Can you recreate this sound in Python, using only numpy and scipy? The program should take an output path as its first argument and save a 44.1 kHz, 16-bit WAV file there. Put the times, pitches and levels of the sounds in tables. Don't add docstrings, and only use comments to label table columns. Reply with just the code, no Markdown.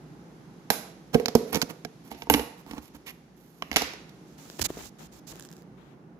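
import sys
import numpy as np
from scipy import signal
from scipy.fft import rfft, irfft, next_fast_len
from scipy.io import wavfile
from scipy.ndimage import uniform_filter1d, map_coordinates

SR = 44100
rng = np.random.default_rng(int(sys.argv[2]) if len(sys.argv) > 2 else 0)


def to_linear_factor(level_db):
    exponent = np.asarray(level_db, float) / 20
    return 10 ** exponent


def to_wav(sig):
    pcm = np.clip(np.atleast_2d(sig), -1, 1) * 32767
    pcm = np.round(pcm).astype(np.int16)
    wavfile.write(sys.argv[1], SR, pcm.T)


N = 273324
OPEN_S = 2.0


def unit(x):
    return x / np.sqrt(np.mean(x ** 2) + 1e-20)


def along(points, hz):
    f, v = np.transpose(points)
    return np.interp(np.log(hz + 1), np.log(f + 1), v)


def curves(rows):
    s, *columns = np.transpose(rows)
    return [to_linear_factor(np.interp(np.arange(N) / SR, s, c, -120, -120)) for c in columns]


def filtered(x, response):
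    m = next_fast_len(x.shape[-1] + 8192)
    spectrum = rfft(x, m) * response(np.fft.rfftfreq(m, 1 / SR))
    return irfft(spectrum, m)[..., :x.shape[-1]]


def causal(db_of_hz, size=1024):
    cepstrum = irfft(np.log(to_linear_factor(db_of_hz(np.fft.rfftfreq(size, 1 / SR)))))
    cepstrum[1:size // 2] *= 2
    cepstrum[size // 2 + 1:] = 0
    return irfft(np.exp(rfft(cepstrum)))


def noise(spectrum, grain_db=0, grain_hz=300):
    grains = rng.standard_normal(int(N * grain_hz / SR) + 4)
    flutter = map_coordinates(grains, [np.arange(N) * grain_hz / SR])
    grainy = rng.standard_normal(N) * to_linear_factor(grain_db * flutter)
    return unit(filtered(grainy, lambda hz: to_linear_factor(along(spectrum, hz))))


def add(track, s, sound):
    part = track[..., round(s * SR):][..., :sound.shape[-1]]
    part += sound[..., :part.shape[-1]]


def stroke(start, end, db_start, db_end, edge=0.012):
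    held_to = max(end, start + edge)
    corners = [start, start + edge, held_to, held_to + edge]
    return np.interp(np.arange(N) / SR, corners, [0, to_linear_factor(db_start), to_linear_factor(db_end), 0])


# (frequency [Hz], relative density [dB])
RUMBLE = [(15, -63.5), (25, -43), (58, -8.5), (85, -28.5), (103, -14), (163, 1), (197, -5), (349, -7.5),
          (584, -19.5), (831, -17), (952, -21.5), (2000, -21), (6380, -22), (8600, -33), (11900, -26.5),
          (16500, -73)]
# (time [s], rumble level [dB], hiss level [dB])
ROOM_TONE = [(0, -48, -67), (1.9, -51.5, -65.5), (2.9, -53, -67), (3.5, -54.5, -73.5), (4.0, -50, -64.5),
             (5.0, -51.5, -68.5), (5.65, -50, -73), (6.2, -51, -78.5)]
# (frequency [Hz], coherence [0 to 1])
ALIKE = [(60, 1), (500, 0.86), (1200, 0.029), (4000, 0.046)]


def room_tone():
    turn = lambda hz: np.arccos(np.clip(along(ALIKE, hz), 0, 1)) / 2
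    mid = filtered(noise(RUMBLE), lambda hz: np.cos(turn(hz)))
    side = filtered(noise(RUMBLE), lambda hz: np.sin(turn(hz)))
    pair = np.array([mid + side, mid - side]) * to_linear_factor([[-1], [1]])
    low = filtered(pair, lambda hz: 1 / (1 + (hz / 1500) ** 4))
    rumble, hiss = curves(ROOM_TONE)
    electronics = to_linear_factor(-87.5) * rng.standard_normal((2, N))
    return rumble * unit(low) + hiss * unit(pair - low) + electronics


# (frequency [Hz], t60 [s])
WALLS = [(100, 0.036), (500, 0.64), (1500, 0.58), (4000, 0.55), (10000, 0.42), (15000, 0.24)]
# (frequency [Hz], level [dB])
ECHO_LEFT = [(200, -9.5), (800, -16), (2500, -17.5), (12000, -24.5)]
ECHO_RIGHT = [(200, -7), (800, -8), (2500, -17), (12000, -11)]


def room(x, size=SR // 2):
    out = np.zeros((2, N))
    for start in range(0, N, size):
        hz, t, z = signal.stft(rng.standard_normal((2, SR * 5 // 8)), SR, nperseg=256)
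        alike = np.clip(along(ALIKE, hz), 0, 1)[:, None]
        z[0] = alike * z[1] + np.sqrt(1 - alike ** 2) * z[0]
        decay = to_linear_factor(-60 * t / along(WALLS, hz)[:, None])
        tail = signal.istft(z * decay, SR, nperseg=256)[1]
        wet = signal.fftconvolve(x[None, start:start + size], tail / np.linalg.norm(tail[1]), axes=1)
        add(out, start / SR + .004, wet)
    return filtered(out, lambda hz: to_linear_factor([along(ECHO_LEFT, hz), along(ECHO_RIGHT, hz)]))


# (start [s], length [s], right port [dB], left port [dB], bump [dB])
RUB = [(4.267, 0.091, -64, -77.5, -72), (4.375, 0.29, -51, -53.5, -80.5), (4.586, 0.016, -43, -38, -36.5),
       (4.609, 0.016, -22.5, -38.5, -37.5), (4.638, 0.025, -23.5, -37.5, -41),
       (4.682, 0.19, -49.5, -47.5, -55), (4.773, 0.12, -49.5, -59, -66), (4.983, 0.085, -51, -50, -54.5),
       (5.116, 0.079, -53, -56, -58.5), (5.267, 0.052, -42, -50, -51.5), (5.313, 0.16, -54.5, -53, -85),
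       (5.481, 0.13, -62.5, -61.5, -84), (5.768, 0.17, -72.5, -56.5, -67.5)]
# (frequency [Hz], relative level [dB])
RUB_RIGHT = [(600, -8), (2000, -11), (3500, -4.5), (7300, 0.5), (8700, -10.5), (11000, -6.5), (15500, -9),
             (15900, -39)]
RUB_LEFT = [(60, 3), (300, 23), (1500, 16.5), (4000, 10), (8000, -52), (16000, -42)]
BUMP = [(20, -16.5), (55, 5), (90, -3.5), (300, -5), (1000, -59.5)]


def finger_rubs():
    right_fade_db, left_fade_db = 1, 5
    gritty_db = -47
    right = sum(stroke(s, s + length, db, db - right_fade_db, edge=0.0074) for s, length, db, _, _ in RUB)
    left = sum(stroke(s, s + length, db, db - left_fade_db, edge=0.012) for s, length, _, db, _ in RUB)
    bump = sum(stroke(s, s + length, db, db, edge=0.021) for s, length, _, _, db in RUB)
    left_grain_db = 4.2 * np.minimum(left / to_linear_factor(gritty_db), 1)
    left_rub = left * noise(RUB_LEFT, grain_db=left_grain_db, grain_hz=162.0)
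    right_rub = right * noise(RUB_RIGHT, grain_db=1.5, grain_hz=324)
    return np.array([left_rub, right_rub]) + bump * noise(BUMP) * to_linear_factor([[-3], [2]])


# (time [s], level [dB], thump re tick [dB], left-right balance [dB])
TICKS = [(4.5, -25.5, -12.5, 13), (4.5949, -22.5, 1, -25), (4.6165, -12, -23.5, -44), (4.7031, -39, 19, 17),
         (4.7708, -50.5, 22.5, -9), (4.7752, -53.5, 25.5, -7.5), (4.788, -55.5, 21.5, -7),
         (5.336, -51.5, 14.5, -7), (5.3571, -34.5, -3, -6.5), (5.397, -26.5, -40, -13)]
SETTLING_S = [5.425, 5.4507, 5.489, 5.515, 5.5282, 5.567, 5.6219]


def finger_ticks():
    settle_db, fade_db_per_s, settle_thump_db, settle_pan_db = -31.5, 73, -27, -6
    chatter_s, chatter_db = 0.015, -7
    out, t = np.zeros((2, N)), np.arange(SR // 20) / SR
    colour = causal(lambda f: along(RUB_RIGHT, f))
    settling = []
    for s in SETTLING_S:
        db = settle_db - fade_db_per_s * (s - SETTLING_S[0]) + rng.normal(0, 2.5)
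        settling.append((s, db, settle_thump_db, settle_pan_db))
    settling += [(s + rng.uniform(0.43, 1) * chatter_s, db + chatter_db, *rest)
                 for s, db, *rest in TICKS[-2:] + settling]
    for s, db, thump_db, pan_db in TICKS + settling:
        burst = rng.standard_normal((2, len(t))) * np.exp(-t / 0.00041)
        tick = signal.fftconvolve(burst, colour[None], axes=1)[:, :len(t)]
        tick[0] = uniform_filter1d(tick[0], size=4)
        dull = unit(uniform_filter1d(rng.standard_normal(len(t)), size=40))
        thump = to_linear_factor(thump_db - 9.0) * dull * np.exp(-t / 0.003) / 2
        thump += to_linear_factor(-15) * np.sin(2 * np.pi * 1650 * t) * np.exp(-t / 0.0017)
        thump += to_linear_factor(thump_db + 2) * np.sin(2 * np.pi * 350 * t) * np.exp(-t / 0.0023)
        thump -= to_linear_factor(thump_db - 5.0) * np.sin(2 * np.pi * 700 * t) * np.exp(-t / 0.00085)
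        sides = to_linear_factor([[pan_db], [0]]) / (1 + to_linear_factor(pan_db)) * 2
        add(out, s, to_linear_factor(db) * (sides * tick / np.abs(tick).max() + thump))
    return out


# (start [s], length [s], level at its end [dB])
SCRAPE = (3.062, 0.048, -41)


def scrape(skin):
    s, length, db = SCRAPE
    modes = lambda f: sum(1 / (1 + ((f - c) * t60 / 2.6) ** 2) for c, _, t60 in TUB[-4:-2])
    ribs = unit(filtered(skin, lambda f: modes(f) + 0.23))
    jumps = to_linear_factor(5.7 * rng.standard_normal(N // 128 + 1)).repeat(128)[:N]
    return stroke(s, s + length, db - 6.5, db, edge=0.0037) * ribs * jumps


# (start [s], length [s], hiss level [dB], thud level [dB])
PALMS = [(1.129, 0.023, -41, -25), (1.471, 0.036, -48, -46), (1.521, 0.048, -35, -27),
         (1.595, 0.0078, -60, -44), (1.688, 0.021, -42, -35), (2.037, 0.05, -54.5, -53.5),
         (2.101, 0.024, -44.5, -44), (2.166, 0.07, -53, -60.5), (2.571, 0.042, -56, -52.5),
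         (2.665, 0.088, -55, -45), (2.758, 0.029, -64, -39.5), (2.811, 0.07, -52.5, -58.5),
         (2.936, 0.027, -53, -45.5), (3.057, 0.049, -43, -44), (3.358, 0.41, -61, -63),
         (3.729, .011, -56, -39.5)]


def palms():
    firm_db, rasp_grows = -39, 2.06
    body = lambda f: sum(to_linear_factor(db) * 1j * f * 3 / t60 / (c * c - f * f + 1j * f * 3 / t60) for c, db, t60 in TUB)
    body_treble = lambda f: .5 * np.abs(body(f)) * (f > 1800) * to_linear_factor(17.5)
    skin = noise(SNAP, grain_db=2.5, grain_hz=415)
    rasp = unit(filtered(skin, lambda f: (1 + body_treble(f)) / (1 + (f / 4000) ** 2)))
    hiss = unit(filtered(skin, lambda f: 1 - 1 / (1 + (f / 8000) ** 2)))
    thud = unit(filtered(rng.standard_normal(N), body))
    out = scrape(skin)
    for s, length, db, thud_db in PALMS:
        rasp_db = firm_db + rasp_grows * (db - firm_db)
        out += stroke(s, s + length, 0, 0) * (to_linear_factor(rasp_db) * rasp + to_linear_factor(db) * hiss + to_linear_factor(thud_db) * thud)
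    return out


# (frequency [Hz], level [dB], t60 [s])
TUB = [(70, 5, 0.16), (113.5, -4, 0.05), (170, -3.5, 0.092), (219.4, 1.5, 0.017), (241.4, 11.5, 0.05),
       (280.2, -4, 0.12), (430, -6.5, 0.027), (433, -18, 0.22), (449, 5, 0.046), (471, -17.5, 0.22),
       (529, -15.5, 0.011), (724, -1, 0.043), (796, 0, 0.03), (889, 2, 0.027), (1054, -0.5, 0.022),
       (1574, -14.5, 0.032), (2160, -19, 0.01), (2940, -16, 0.0098), (4080, -16.5, 0.017),
       (5470, -13.5, 0.013)]
# (frequency [Hz], level [dB])
SNAP = [(60, -57.5), (300, -9.5), (900, -4), (1600, 6), (2200, 14), (3200, 8.5), (4500, 5.5), (6000, 4),
        (7500, -1.5), (8700, -13.5), (10500, 1), (13000, 1.5), (15000, -9), (16300, -44)]
# (time [s], crack level [dB], treble tilt [dB per octave], lid ring [dB], thrown into the room [dB])
SNAPS = [(0.7024, 1.5, 6, -4.5, 6), (1.258, -2, -10, -16.5, -17), (1.283, -6.5, -10.5, -12, -4),
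         (1.5289, -11.5, 13, -18, -10), (1.5464, -5, -5, -12, -14), (1.6164, -1, -7, -53, -11.5),
         (1.6233, -5, -7.5, -18, -14), (1.8491, -15, -5.5, -17, -14.5), (2.1156, -28.5, -16, -23, 13.5),
         (2.2209, -18.5, -13, -22, -6), (2.299, 4, 14, 0.5, 6), (3.728, -17, -7, -25.5, 8),
         (3.741, -22.5, -1, -28.5, -3), (3.7607, 2.5, -7, -9, 9), (3.767, 2.5, -2, -9.5, -15),
         (3.7832, -15, -1, -23.5, 4.5), (3.812, -23, -6, -17.5, 11.5), (3.935, -24, -7, -31, -5),
         (4.0929, -34.5, -2, -59, -1)]
# (time [s], contact level [dB], wall boom [dB], hollow [dB], lid ring [dB])
KNOCKS = [(1.1444, -7, -13, -26, -6.5), (1.15, -21, 2, -7, -17), (1.1985, -18, -38, -21, -16.5),
          (1.3518, -0.5, -3.5, -1, -1.5), (1.5567, -7, -12.5, -15, -22.5), (1.57, -16.5, -16, -26, -21),
          (1.629, -35, -15.5, -25, -19), (1.706, -32, -27.5, -35.5, -23), (2.148, -34, -34.5, -48, -50),
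          (2.27, -37, -37, -39, -26.5), (2.309, -31, -11, -26, -18), (2.339, 1, -16, -17, -8),
          (2.346, -6.5, -10.5, -42, -10), (2.377, -37, -26, -25, -24), (2.3938, -15.5, -29, -24, -17.5),
          (2.411, -39, -28, -43, -19), (2.664, -35.5, -36, -46, -30), (2.7108, -20.5, -29, -45, -31),
          (2.734, -30, -27, -52, -24), (2.7807, -26.5, -26.5, -44, -22), (2.9477, -59, -33.5, -44, -37),
          (3.6226, -12, -36.5, -32, -3.5), (3.715, -10.5, -24.5, -41, -25), (3.8194, -10, -25, -25.5, -15)]
# (time [s], loudest region [Hz], ring length re free [ratio], middle of a crack [dB], edge ring [dB])
GRIP = [(0.7, 794, 0.75, -7.5, 2.5), (1.14, 678, 1.77, -2, -5), (1.26, 730, 0.62, -10, -14.5),
        (1.35, 767, 0.88, -11, -5.5), (1.6, 773, 0.59, -14, -15.5), (1.85, 656, 0.99, -4.5, -6),
        (2.301, 919, 1.1, -1, 7), (2.78, 912, 0.54, -3, -1.5), (3.62, 1109, 0.47, 7, 16.5),
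        (3.71, 700, 1.1, 2, 3.5), (3.77, 770, 0.85, -5, 2)]
# (closed [dB], open [dB])
EDGE_LIFT_DB = (-7.5, 9.5)


def tub():
    walls_under_lid_db, hollow_under_lid_db = (11, 12), (14, 14.5)
    knock_tilt_db, knock_room_db = (-1.5, -3.5), (-1.5, -1.5)
    out, t = np.zeros((2, N)), np.arange(SR // 4) / SR
    hz, level, t60 = np.transpose(TUB)[:, :, None]
    grip_s, *grip = np.transpose(GRIP)
    near = lambda centre_hz: -38 * np.minimum(np.abs(np.log2(hz / centre_hz)), .5)
    blows = [(s, db, lid_db - walls_under_lid_db[s > OPEN_S], lid_db - hollow_under_lid_db[s > OPEN_S],
              lid_db, tilt_db, room_db) for s, db, tilt_db, lid_db, room_db in SNAPS]
    blows += [(*row, knock_tilt_db[row[0] > OPEN_S], knock_room_db[row[0] > OPEN_S]) for row in KNOCKS]
    for s, db, wall_db, hollow_db, lid_db, tilt_db, room_db in blows:
        lid_hz, held, middle_db, edge_db = (np.interp(s, grip_s, c) for c in grip)
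        middle = lambda f: middle_db * np.exp(-np.log2(f / 2400 + 1e-9) ** 2 / 0.48)
        tilt = lambda f: tilt_db * np.clip(np.log2(f / 5500 + 1e-9), 0, 1)
        colour = causal(lambda f: along(SNAP, f) + middle(f) + tilt(f))

        burst = rng.standard_normal(len(t)) * (np.exp(-t / 0.0032) + np.exp(-t / 0.00015))
        burst *= to_linear_factor(2.7 * rng.standard_normal(len(t) // 16 + 1)).repeat(16)[:len(t)]
        crack = signal.fftconvolve(burst, colour)[:len(t)]
        smooth = np.pad(colour, (0, len(t) - len(colour))) * np.linalg.norm(burst) * to_linear_factor(room_db)
        contact = np.array([crack, smooth]) / (0.33 * np.linalg.norm(crack))

        walls = wall_db + near(200 if s < OPEN_S else 285) + (hz < 130) * (-21 if s < OPEN_S else 4)
        lift_db = EDGE_LIFT_DB[s > OPEN_S] * np.select([hz < 1900, hz < 3500], [-1, 1], -1)
        drive = np.select([hz < 350, hz < 600, hz < 1300],
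                          [walls, hollow_db + 0 * hz, lid_db + near(lid_hz)], db + edge_db + lift_db)
        strength = level + drive + rng.normal(0, 2.23, hz.shape)
        life = t60 * np.where(hz > 350, max(held, .1), 1)
        swing = np.sin(2 * np.pi * hz * (1 + rng.normal(0, .014, hz.shape)) * t)
        ring = (to_linear_factor(strength - 60 * t / life) * swing).sum(axis=0) * (1 - np.exp(-t / 0.0016))
        add(out, s, to_linear_factor(db) * contact + ring * to_linear_factor([[0], [0.39 * room_db - 7]]))
    return out


# (frequency [Hz], level [dB])
SHADOW = [(100, -5), (500, -8), (1500, -8), (3000, -8), (5000, -16.5), (9000, -14), (13000, -28.5)]


def shaded(x, size=SR // 4):
    out, shadow = np.zeros(N), causal(lambda f: along(SHADOW, f))
    for start in range(0, N, size):
        scatter = np.diff(rng.standard_normal(401)) * np.exp(-np.arange(400) / 90) * .13
        scatter[5] += 1
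        add(out, start / SR, signal.fftconvolve(x[start:start + size], np.convolve(scatter, shadow)))
    return out * to_linear_factor(np.where(np.arange(N) < OPEN_S * SR, -1.5, 1))


def scene():
    near, spread = tub() + palms() * to_linear_factor([[0], [-4]])
    direct = to_linear_factor(-2.0) * np.array([shaded(near), near])
    return direct + room(spread) + finger_rubs() + finger_ticks() + room_tone()


def low_pass(x):
    return signal.sosfilt(signal.butter(12, 16730, fs=SR, output="sos"), x)


def record(dry):
    ceiling = 0.82
    bass_cut = signal.butter(3, 45, "high", fs=SR, output="sos")
    x = signal.sosfilt(bass_cut, dry)
    mix = x / (1 + np.abs(x / ceiling) ** 6) ** (1 / 6)
    return low_pass(mix)


dry = scene()
out = record(dry)
to_wav(out)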